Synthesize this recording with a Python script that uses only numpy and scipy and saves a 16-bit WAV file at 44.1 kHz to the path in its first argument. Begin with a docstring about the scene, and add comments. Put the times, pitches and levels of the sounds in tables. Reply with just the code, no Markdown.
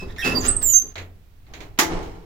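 """A small, hard-walled lobby, where a hinged steel lift door is pulled open.
Friction scrapes its edge out of the frame and stick-slip makes the hinge squeal; then it meets its stop.
A hand takes the second leaf, which bangs and shudders as it swings. Impacts and rubbing excite the
modes of each steel leaf, the doors push air into a low rumble, and the walls reverberate."""
import sys
import numpy as np
from scipy import signal
from scipy.fft import rfft, irfft
from scipy.io import wavfile
from scipy.ndimage import uniform_filter1d

SR = 44100
rng = np.random.default_rng(int(sys.argv[2]) if len(sys.argv) > 2 else 0)


def wav_record(signal):
    """Record a signal, one row per channel, as 16-bit PCM in the file named by sys.argv[1]."""
    frames = np.transpose(np.atleast_2d(signal))
    bounded = np.clip(frames, -1, 1)
    # unit amplitude maps onto the largest positive 16-bit level
    quanta = np.round(bounded * 32767).astype(np.int16)
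    wavfile.write(sys.argv[1], SR, quanta)


N = 99225
T = np.arange(N) / SR


def amp(db):
    """Amplitude ratio of a level in decibels."""
    return 10 ** (np.asarray(db) / 20)


def unit(x):
    """Normalisation to an rms of 1."""
    return x / np.sqrt(np.mean(x ** 2) + 1e-20)


def at_frequency(points, hz):
    """Interpolation on a logarithmic frequency axis."""
    points_hz, value = np.transpose(points)
    return np.interp(np.log(hz + 1), np.log(points_hz + 1), value)


def envelope(curve):
    """Smoothed amplitude envelope from a curve's last column, silent outside its span."""
    columns = np.transpose(curve)
    level_db = np.interp(T, columns[0], columns[-1], left=-120, right=-120)
    return uniform_filter1d(amp(level_db), size=64)


def pan(left_over_right_db):
    """Constant-power gains for a level difference between the channels."""
    return unit(amp([[left_over_right_db / 2], [-left_over_right_db / 2]]))


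def add(mix, start_s, sound):
    """Superposition of a delayed sound on the mix."""
    part = mix[:, round(start_s * SR):]
    part += sound[:, :part.shape[1]]


def damped(x, decay_times):
    """Frequency-dependent damping: each band decays exponentially at its own rate."""
    hz, t, bands = signal.stft(x, SR, nperseg=256)
    decay = amp(-60 * t / at_frequency(decay_times, hz)[:, None])
    return signal.istft(bands * decay, SR, nperseg=256)[1][:, :N]


def convolve(x, response):
    """A linear system's output: the input convolved with the impulse response."""
    return signal.fftconvolve(np.atleast_2d(x), response, axes=1)[:, :N]


# Likeness of the sound field at left and right: frequency_hz, correlation
COHERENCE = [(60, 0.91), (300, 0.83), (600, 0.56), (1200, 0.029)]
def colour(pair, spectrum, tilt_db_per_octave=0):
    """Spectral shaping with spatial coherence: long waves reach both sides nearly alike."""
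    hz = np.fft.rfftfreq(N, 1 / SR)
    left, independent = rfft(pair)
    correlation = at_frequency(COHERENCE, hz)
    right = correlation * left + np.sqrt(1 - correlation ** 2) * independent
    octaves = np.log2(np.maximum(hz, 300) / 1000)
    gain = amp(at_frequency(spectrum, hz) + tilt_db_per_octave * octaves)
    return unit(irfft(np.array([left, right]) * gain, N))


def noise(spectrum, tilt_db_per_octave=0):
    """Gaussian stereo noise filtered to a spectrum."""
    return colour(rng.standard_normal((2, N)), spectrum, tilt_db_per_octave)


# Reverberation time of the lobby: frequency_hz, t60_s
LOBBY_DECAY = [(150, 1.0), (2000, .34), (7000, .24), (15000, .18)]
def lobby(x):
    """Diffuse reverberation: dense reflections from close hard walls, starting after 3 ms."""
    tail = damped(rng.standard_normal((2, N)), LOBBY_DECAY) * (T > .003)
    return convolve(x, unit(tail) / np.sqrt(N))


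# Background of the lobby: frequency_hz, level_db
AIR_SPECTRUM = [(88, -26), (150, -3), (1050, -13), (2700, -15.5), (9450, -27), (15000, -20)]
def lobby_air(level_db=-62):
    """Ambient noise: a faint, steady broadband floor."""
    return amp(level_db) * noise(AIR_SPECTRUM)


# Strength of the rumble: time_s, level_db
RUMBLE_LEVEL = [(0, -36), (.25, -34.5), (.42, -32), (.5, -25.5), (.72, -37), (.92, -45), (1.35, -50),
                (1.55, -40.5), (1.77, -43), (1.97, -29), (2.25, -45.5)]
# Spectrum of the rumble: frequency_hz, level_db
RUMBLE_SPECTRUM = [(10, -3), (25, 0.5), (50, -8), (90, -7), (130, -17.5), (250, -25.5), (800, -67.5)]
def rumble():
    """Air displacement: the doors and their handling make low-frequency pressure fluctuations."""
    return envelope(RUMBLE_LEVEL) * noise(RUMBLE_SPECTRUM)


def slips(rate_per_s=2000, spread_db=.5, t60_s=.038):
    """Friction as shot noise: tiny random slips of uneven size, each ringing briefly in the steel."""
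    size = amp(spread_db * np.minimum(rng.exponential(1, N), 4))
    slipping = rng.random(N) < rate_per_s / SR
    ring = rng.standard_normal((2, N)) * amp(-60 * T / t60_s)
    return unit(convolve(size * slipping * rng.standard_normal(N), ring))


def leaf_ring(modes):
    """Impulse response of a steel leaf: a sum of exponentially damped normal modes."""
    phases = rng.normal(0, .39, (len(modes), 2, 1))
    return sum(amp(level_db - 60 * T / t60_s) * np.sin(2 * np.pi * hz * T + phase)
               for (hz, level_db, t60_s), phase in zip(modes, phases))


# Shaking of each moving leaf: time_s, level_db
FIRST_SHAKE = [(0, -67), (.025, -36), (.08, -41.5), (.235, -54), (.255, -26), (.31, -29), (.38, -26),
               (.42, -34), (.48, -33.5), (.55, -41.5), (.64, -42.5), (.81, -61.5), (.85, -45.5), (.93, -58)]
SECOND_SHAKE = [(1.43, -79), (1.5, -55.5), (1.63, -41.5), (1.72, -55), (1.79, -61), (1.87, -44.5),
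                (1.92, -27), (2.06, -37.5), (2.15, -44.5), (2.25, -51.5)]
# Spectrum of each leaf's shaking: frequency_hz, level_db
FIRST_SPECTRUM = [(76, -19.5), (130, -11), (290, -8.5), (400, -1.5), (500, -8.5), (656, -14.5),
                  (1100, -16.5), (1300, -26.5), (2860, -110)]
SECOND_SPECTRUM = [(76, -24.5), (175, 0), (218, -15.5), (318, -0.5), (450, -3), (560, -10), (841, -7.5),
                   (1720, -19.5), (6510, -34.5), (15000, -55.5)]
# Normal modes of each leaf: frequency_hz, level_db, t60_s
FIRST_MODES = [(182.5, 2, .3), (257, 1.5, 0.89), (378, -11, .25), (431.4, -3.5, 0.43), (1041, 2.5, 0.32)]
SECOND_MODES = [(173.4, -14.5, 2.47), (325.3, -4, 0.78), (414, -14, 1.45), (467.5, -11, 1.52),
                (668, -11, 1.0), (861, -.5, 0.62), (1195, -3.5, 0.15), (2090, -23, .25)]
def shudder(curve, spectrum, modes, ring_db, slips_db=-1):
    """Forced vibration: rubbing and slips shake a moving leaf and keep its modes ringing."""
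    shake = colour(rng.standard_normal((2, N)) + amp(slips_db) * slips(), spectrum)
    ring = unit(irfft(rfft(shake[0]) * rfft(leaf_ring(modes)), N))
    return envelope(curve) * (shake + amp(ring_db) * ring)


# Light knocks of handle, latch and stop: start_s, level_db, tilt_db_per_octave, boom_db
KNOCKS = [(0.162, -43, 0.5, -60), (0.616, -40.5, 17.5, -44), (0.956, -33.5, 0, -34), (0.981, -34, 0.5, -59),
          (1.467, -56.5, -0.5, -62), (1.537, -38, 2.5, -67), (1.605, -39.5, 2.5, -45),
          (1.777, -44, -2, -89), (2.028, -47, 6, -72)]
# Spectrum of a knock: frequency_hz, level_db
KNOCK_SPECTRUM = [(88, -34.5), (150, -12.5), (425, -8), (1490, -11), (2140, -4.5), (2920, -12),
                  (4210, -11.5), (5200, -23), (6680, -17), (8750, -42), (15000, -37)]
# Damping of a knock: frequency_hz, t60_s
KNOCK_DECAY = [(200, 0.76), (1000, 0.31), (6000, 0.16), (14000, 0.44)]
def knocks(snap_db=-11, snap_t60_s=.016, boom_hz=89.94, boom_t60_s=.66, boom_rise_s=.037):
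    """Impact transients: metal clacks with a sharp first snap and the low boom of the whole leaf."""
    out = np.zeros((2, N))
    snap = 1 + amp(snap_db - 60 * T / snap_t60_s)
    swell = 2 * (1 - np.exp(-T / boom_rise_s))  # doubled to offset the decay during the rise
    boom = swell * amp(-60 * T / boom_t60_s) * np.sin(2 * np.pi * boom_hz * T)
    for start_s, level_db, tilt_db_per_octave, boom_db in KNOCKS:
        clack = damped(noise(KNOCK_SPECTRUM, tilt_db_per_octave), KNOCK_DECAY)
        add(out, start_s, amp(level_db) * snap * clack + amp(boom_db) * boom)
    return out


def thud(start_s=.31, level_db=-23.5, pitch_hz=47.85, t60_s=.077):
    """Heavily damped oscillation: the first leaf jolts free of its frame."""
    out = np.zeros((2, N))
    swing = -amp(level_db - 60 * T / t60_s) * np.sin(2 * np.pi * pitch_hz * T)
    add(out, start_s, swing[None])
    return out


# Drag of the door's edge on the frame: time_s, level_db
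SCRAPE_LEVEL = [(0, -45.5), (.03, -47), (.07, -56.5), (.11, -48), (.15, -63.5), (.235, -38.5), (.25, -24),
                (.275, -25.5), (.31, -32), (.41, -44), (.435, -34.5), (.455, -27), (.49, -30.5),
                (.515, -48), (.54, -56.5), (.605, -55.5), (.622, -35), (.67, -57), (.93, -57.5)]
# Spectrum of the scrape: frequency_hz, level_db
SCRAPE_SPECTRUM = [(200, -0.5), (600, 2), (1100, 0.5), (2300, 1), (4300, -5), (7000, -9), (8300, -17.5),
                   (11000, -15.5), (15500, -17.5)]
def scrape(reverb_db=-5):
    """Sliding friction: the door's edge grates along its frame in a stream of slips."""
    grit = colour(slips(), SCRAPE_SPECTRUM) * envelope(SCRAPE_LEVEL)
    return (grit + amp(reverb_db) * lobby(grit)) / np.hypot(1, amp(reverb_db))


# The second leaf strikes and chatters: start_s, level_db
STRIKES = [(1.788, -13), (1.79, -12.5)]
# Spectrum of a strike: frequency_hz, level_db
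STRIKE_SPECTRUM = [(130, -58), (250, -12), (350, -6.5), (500, -12.5), (1060, -9.5), (1190, -6),
                   (1400, -10.5), (1800, -7), (2140, -3.5), (2450, -13.5), (3280, -12.5), (4650, -14.5),
                   (6730, -9), (8330, -23.5), (15500, -20)]
# Damping of a strike: frequency_hz, t60_s
STRIKE_DECAY = [(200, 0.41), (600, 0.32), (2000, 0.2), (14000, 0.17)]
def bang(rise_s=.0003, ring_db=-25, reverb_db=-13):
    """Impact excitation: steel on steel sets off a crash of dense modes over the leaf's ring."""
    out = np.zeros((2, N))
    attack = 1 - np.exp(-T / rise_s)
    for start_s, level_db in STRIKES:
        add(out, start_s, amp(level_db) * attack * damped(noise(STRIKE_SPECTRUM), STRIKE_DECAY))
    add(out, STRIKES[-1][0], amp(ring_db) * leaf_ring(SECOND_MODES))
    return out + amp(reverb_db) * lobby(out)


# Squeaks of the hinge, one curve each: time_s, pitch_hz, level_db
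FIRST_CHIRP = [(0, 2612, -36.5), (.04, 2588, -46.5)]
FAINT_CREAK = [(.085, 1800, -52.5), (.105, 1850, -46), (.13, 1780, -52)]
LOW_CREAK = [(.18, 1730, -35), (.195, 1880, -30), (.211, 1905, -28), (.229, 1760, -38)]
SHORT_CREAK = [(.216, 1650, -41), (.228, 1615, -34), (.248, 1595, -44)]
MID_SQUEAK = [(.225, 2660, -30), (.236, 2615, -25), (.268, 2620, -23), (.3, 2618, -29), (.328, 2630, -28.5),
              (.342, 2600, -42)]
HIGH_SQUEAK = [(.346, 4760, -40), (.358, 4710, -23.5), (.382, 4695, -21.5), (.393, 4740, -34)]
CHATTER = [(.386, 7300, -38), (.405, 7150, -36), (.416, 6350, -31), (.442, 6400, -47), (.454, 7000, -28),
           (.476, 7400, -26)]
TOP_SQUEAL = [(.473, 8200, -32), (.479, 8300, -33), (.485, 8090, -12), (.498, 7980, -18), (.52, 8250, -25),
              (.562, 8120, -40), (.567, 8317, -11), (.577, 8290, -35.5), (.6, 8200, -37), (.627, 8320, -36)]
FALLING_SQUEAL = [(.626, 8000, -27), (.631, 7750, -19), (.642, 7500, -19), (.679, 7130, -17),
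                  (.7, 6980, -16), (.724, 6830, -19), (.734, 6400, -19)]
HELD_SQUEAL = [(.729, 6560, -30), (.737, 6268, -14), (.767, 6312, -10), (.783, 6270, -32.5),
               (.798, 6258, -13.5), (.81, 6200, -48)]
# Voicing of each squeak: curve, jitter_fraction, left_over_right_db, reverb_db, overtones_db
SQUEAKS = [(FIRST_CHIRP, .004, 0, -6, (-11, -22)), (FAINT_CREAK, .05, 0, -3, (-4,)),
           (LOW_CREAK, .023, 1, -4, (-11, -11, -24, -25, -22, -22, -23)), (SHORT_CREAK, .014, 0, -6, (6,)),
           (MID_SQUEAK, .011, -1, -8, (-20, -32, -25)), (HIGH_SQUEAK, .005, -7, -7, (-28, -22)),
           (CHATTER, .035, -5, -2, (-15,)), (TOP_SQUEAL, .005, -4, -3.5, (-36,)),
           (FALLING_SQUEAL, .009, -11, -2, (-9,)), (HELD_SQUEAL, .0014, -12, -3.5, (-18,))]
# A second, lower vibration of the hinge that beats with the falling squeal: time_s, level_db
UNDERTONE_LEVEL = [(.682, -62), (.696, -42), (.71, -49), (.722, -64)]
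def hinge(jitter_cutoff_hz=330, rasp_per_jitter=18, undertone_hz=3040, modulation_gain_db=13):
    """Stick-slip oscillation: unsteady harmonic tones beam to one side as their echo fills the lobby."""
    direct, to_room = np.zeros((2, N)), np.zeros(N)
    undertone = np.sqrt(2) * envelope(UNDERTONE_LEVEL) * np.sin(2 * np.pi * undertone_hz * T)
    modulation = 1 + amp(modulation_gain_db) * undertone  # puts sidebands around the squeal
    lowpass = signal.butter(4, jitter_cutoff_hz, fs=SR, output="sos")
    for curve, jitter_fraction, left_over_right_db, reverb_db, overtones_db in SQUEAKS:
        time_s, pitch_hz, _ = np.transpose(curve)
        jitter, grip = unit(signal.sosfilt(lowpass, rng.standard_normal((2, N))))
        unsteady_hz = np.interp(T, time_s, pitch_hz) * (1 + jitter_fraction * jitter)
        phase = 2 * np.pi * np.cumsum(unsteady_hz) / SR
        harmonics = sum(amp(db) * np.sin(k * phase) for k, db in enumerate((0, *overtones_db), 1))
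        rasp = 1 + rasp_per_jitter * jitter_fraction * grip
        strength = envelope(curve)
        tone = strength * unit(harmonics * rasp) * modulation + undertone * (strength > amp(-60))
        tone /= np.hypot(1, amp(reverb_db))  # direct sound and echo share the power
        direct += tone * pan(left_over_right_db)
        to_room += tone * amp(reverb_db)
    return direct + lobby(to_room)


def scene():
    """Superposition of both leaves, the hinge, the knocks, the rumble and the air of the lobby."""
    first_leaf = scrape() + shudder(FIRST_SHAKE, FIRST_SPECTRUM, FIRST_MODES, ring_db=-3.5) + thud()
    second_leaf = bang() + shudder(SECOND_SHAKE, SECOND_SPECTRUM, SECOND_MODES, ring_db=-16.5)
    return first_leaf + second_leaf + rumble() + hinge() + knocks() + lobby_air()


# Difference in response of the two microphones: frequency_hz, left_over_right_db
MIC_BALANCE = [(50, -3.5), (130, 3.5), (900, 0), (2500, -5.5)]
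def record(dry, ceiling=.9, cutoff_hz=16100):
    """Transduction: two slightly unlike microphones, soft saturation of the peaks, then a band limit."""
    balance_db = at_frequency(MIC_BALANCE, np.fft.rfftfreq(2 * N, 1 / SR))
    gains = amp(np.array([balance_db, -balance_db]) / 2)
    heard = irfft(rfft(dry, 2 * N) * gains)[:, :N]
    rounded = heard / (1 + (heard / ceiling) ** 6) ** (1 / 6)
    lowpass = signal.firwin(101, cutoff_hz, window=("kaiser", 9), fs=SR)
    return signal.oaconvolve(rounded, lowpass[None], "same")


dry = scene()
out = record(dry)
wav_record(out)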